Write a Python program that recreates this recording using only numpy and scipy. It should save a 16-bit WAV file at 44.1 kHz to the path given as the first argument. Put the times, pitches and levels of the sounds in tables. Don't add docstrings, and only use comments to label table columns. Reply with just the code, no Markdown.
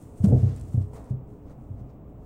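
import sys
import numpy as np
from scipy import signal
from scipy.fft import rfft, irfft
from scipy.io import wavfile

SR = 44100
rng = np.random.default_rng(int(sys.argv[2]) if len(sys.argv) > 2 else 0)


def wav_record(signal):
    frames = np.transpose(np.atleast_2d(signal))
    bounded = np.clip(frames, -1, 1)
    quanta = np.round(bounded * 32767).astype(np.int16)
    wavfile.write(sys.argv[1], SR, quanta)


N = 99225
T = np.arange(N) / SR
HZ = np.fft.rfftfreq(2 * N, 1 / SR) + 1e-6


def undb(db):
    return 10 ** (np.asarray(db) / 20)


def unit(x):
    return x / np.sqrt(np.mean(x ** 2))


def filtered(x, response):
    return irfft(rfft(x, 2 * N) * response)[:N]


def resonance(hz, width):
    return 1 / (1 + 1j * (HZ ** 2 - hz ** 2) / (HZ * width))


def colour(points):
    hz, db = np.array(points, float).T
    gain = unit(undb(np.interp(np.log(HZ), np.log(hz), db)))
    cepstrum = irfft(np.log(gain))
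    return np.exp(rfft(np.r_[cepstrum[0], 2 * cepstrum[1:N]], 2 * N))


def swell(at, rise, decay):
    return np.exp(-np.maximum((at - T) / rise, (T - at) / decay))


def tail(x, decay_s):
    reflections = rng.standard_normal(N) * np.exp(-T / decay_s) * (1 - np.exp(-T / 0.0063))
    return filtered(x, rfft(reflections / np.linalg.norm(reflections), 2 * N))


def fractures(per_second=7000, spread_db=3):
    size = undb(spread_db * np.minimum(rng.exponential(size=N), 5))
    breaks = rng.random(N) < per_second / SR
    return unit(breaks * size * rng.choice([-1, 1], N))


# frequency in Hz, relative level in dB.
AIR_COLOUR = [(12, -14), (22, -1), (35, -14), (70, -7), (100, -4), (150, -7.5), (220, -9.5), (300, -10),
              (380, -19.5), (480, -18.5), (720, -22.5), (850, -28), (1200, -33), (1600, -45), (2700, -51.5),
              (4500, -66.5), (8000, -61.5), (10500, -79.5), (12500, -67.5), (15500, -49.5)]
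# centre in Hz, resonance width in Hz, level in dB.
AIR_DRONES = [(52.8, 6.3, -50), (418, 13, -59)]

def barn_air(murmur_db=-45):
    drones = sum(undb(db) * unit(filtered(rng.standard_normal(N), resonance(hz, width) ** 2))
                 for hz, width, db in AIR_DRONES)
    murmur = undb(murmur_db) * filtered(rng.standard_normal(N), colour(AIR_COLOUR))
    return murmur + drones


# peak time in seconds, tip level in dB, stalk level in dB,
# rise and decay in seconds.
STRAW_RUSTLES = [(.03, -65.5, -68.5, 0.09, 0.11), (0.179, -65, -69.5, 0.016, .06),
                 (0.246, -51.5, -47.5, 0.0062, 0.011), (.285, -58, -58, 0.0077, 0.019),
                 (.39, -64.5, -59, 0.042, 0.067), (0.491, -70.5, -59.5, 0.069, 0.083),
                 (0.574, -69.5, -65, .02, 0.033), (0.681, -67.5, -71, 0.051, 0.12),
                 (.746, -68, -66, 0.018, 0.017), (0.816, -74, -64.5, 0.0072, 0.022),
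                 (0.934, -64, -66, 0.001, 0.017), (.963, -63.5, -61, 0.023, 0.044),
                 (1.06, -83.5, -71.5, 0.011, 0.038), (1.10, -71, -71, .012, 0.015),
                 (1.305, -79, -76, 0.036, 0.091), (1.513, -75.5, -67, 0.035, 0.015),
                 (1.612, -80.5, -79.5, 0.04, 0.19), (1.80, -83, -73.5, 0.022, .02),
                 (1.90, -85, -73, 0.02, 0.027), (2.095, -85, -87, 0.012, 0.033),
                 (2.245, -81, -76, 0.045, .03)]
# frequency in Hz, relative level in dB.
CRISP_TIP_COLOUR = [(2000, -21), (4500, -19.5), (6300, -3), (8300, 3.5), (9400, 1), (11000, -9),
                    (15000, -7.5)]
THICK_STALK_COLOUR = [(300, -10), (600, 3.5), (1100, 1), (1700, -4.5), (2600, -6.5), (4000, -10),
                      (6500, -9.5), (10000, -33.5), (15000, -25)]

def straw_rustle():
    tip_swells = sum(undb(db) * swell(at, rise, decay) for at, db, _, rise, decay in STRAW_RUSTLES)
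    stalk_swells = sum(undb(db) * swell(at, rise, decay) for at, _, db, rise, decay in STRAW_RUSTLES)
    tips = filtered(tip_swells * fractures(), colour(CRISP_TIP_COLOUR))
    stalks = filtered(stalk_swells * fractures(), colour(THICK_STALK_COLOUR))
    return tips + stalks


# time in seconds, level in dB.
STALK_SNAPS = [(0.0247, -62), (0.243, -43.5), (0.258, -51), (0.5626, -51), (.597, -53.5), (.612, -49.5),
               (0.637, -60.5), (0.8123, -68), (.825, -65), (.933, -63), (1.043, -59.5), (1.054, -63.5),
               (1.0974, -68)]
# frequency in Hz, relative level in dB.
STALK_SNAP_COLOUR = [(1000, -12.5), (3000, -8), (5500, -5), (8300, 7), (11000, -3), (15000, -18.5)]

def straw_snaps(rise_s=0.00024, decay_s=0.0026):
    bursts = sum(undb(db) * swell(at, rise_s, decay_s) for at, db in STALK_SNAPS)
    return filtered(bursts * rng.standard_normal(N), colour(STALK_SNAP_COLOUR))


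# start in seconds,
# pitch in Hz (higher for a harder contact), level in dB before the pen resonates.
LOW_THUDS = [(0.029, 115.5, -49.5), (0.2018, 96, -30.5), (0.2383, 172.3, -21.5), (0.2746, 95.2, -23.5),
             (0.3246, 115.4, -19.5), (0.3392, 91, -26), (0.4289, 108.3, -20.5), (0.4605, 119, -38),
             (0.5236, 105, -42.5), (0.609, 93, -44.5), (0.676, 90, -43), (0.7417, 120.5, -27),
             (0.7746, 105.7, -24), (1.1055, 120, -30.5), (1.575, 120, -47), (1.7016, 103.5, -40),
             (1.8097, 106.4, -42.5)]
# frequency in Hz, width in Hz, gain in dB.
PEN_RESONANCES = [(63.43, 1.8, 20.5), (96.35, 9, 15), (129.1, 8.1, 18), (159.6, 6.9, 14.5),
                  (201.5, 18.7, 22), (242, 6, -5), (295, 55, 11.5)]

def thuds(cycles_to_peak=0.79, tail_db=-24):
    pulses = np.zeros(N)
    for at, hz, db in LOW_THUDS:
        cycles = np.maximum(T - at, 0) * hz
        envelope = cycles / cycles_to_peak * np.exp(1 - cycles / cycles_to_peak)
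        pulses -= undb(db) * envelope * np.sin(2 * np.pi * cycles)
    pen = 1 + sum(undb(db) * resonance(hz, width) for hz, width, db in PEN_RESONANCES)
    boom = filtered(pulses, pen)
    return boom + undb(tail_db) * tail(boom, decay_s=0.13)


# peak time in seconds, level in dB, rise and decay in seconds.
BOARD_KNOCKS = [(0.246, -32, .002, 0.017), (.329, -26, 0.009, 0.006), (0.333, -22, 0.042, 0.037),
                (.432, -36.5, 0.0021, 0.084), (.744, -37, 0.0019, .02), (0.778, -36.5, 0.00224, 0.024),
                (1.11, -41, 0.0023, 0.045)]
# frequency in Hz, relative level in dB.
BOARD_COLOUR = [(100, -28), (220, 7.5), (330, -3.5), (450, -4), (520, -11), (600, -9.5), (780, -16.5),
                (950, -35.5), (1500, -44), (3000, -76.5)]

def boards():
    force = sum(undb(db) * swell(at, rise, decay) for at, db, rise, decay in BOARD_KNOCKS)
    return filtered(force * rng.standard_normal(N), colour(BOARD_COLOUR))


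# peak time in seconds, level in dB, rise and decay in seconds.
HOOF_SCUFFS = [(0.934, -49, 0.0029, 0.013), (.97, -48, 0.027, 0.11), (1.507, -54.5, 0.018, 0.029)]
# frequency in Hz, relative level in dB.
HOOF_SCUFF_COLOUR = [(200, -18.5), (450, 8), (700, 5.5), (1100, -3), (1500, -11), (2200, -19.5),
                     (3200, -38), (6000, -41)]

def scuffs():
    drag = sum(undb(db) * swell(at, rise, decay) for at, db, rise, decay in HOOF_SCUFFS)
    return filtered(drag * fractures(), colour(HOOF_SCUFF_COLOUR))


def scene(walls_db=-10.5):
    footfalls = thuds() + boards() + scuffs()
    straw = straw_rustle() + straw_snaps()
    walls = undb(walls_db) * tail(straw, decay_s=0.045)
    return (footfalls + straw + walls + barn_air())[None]


def record(dry, top_hz=15750):
    return signal.sosfilt(signal.ellip(10, 0.2, 80, top_hz, fs=SR, output="sos"), dry)


dry = scene()
out = record(dry)
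wav_record(out)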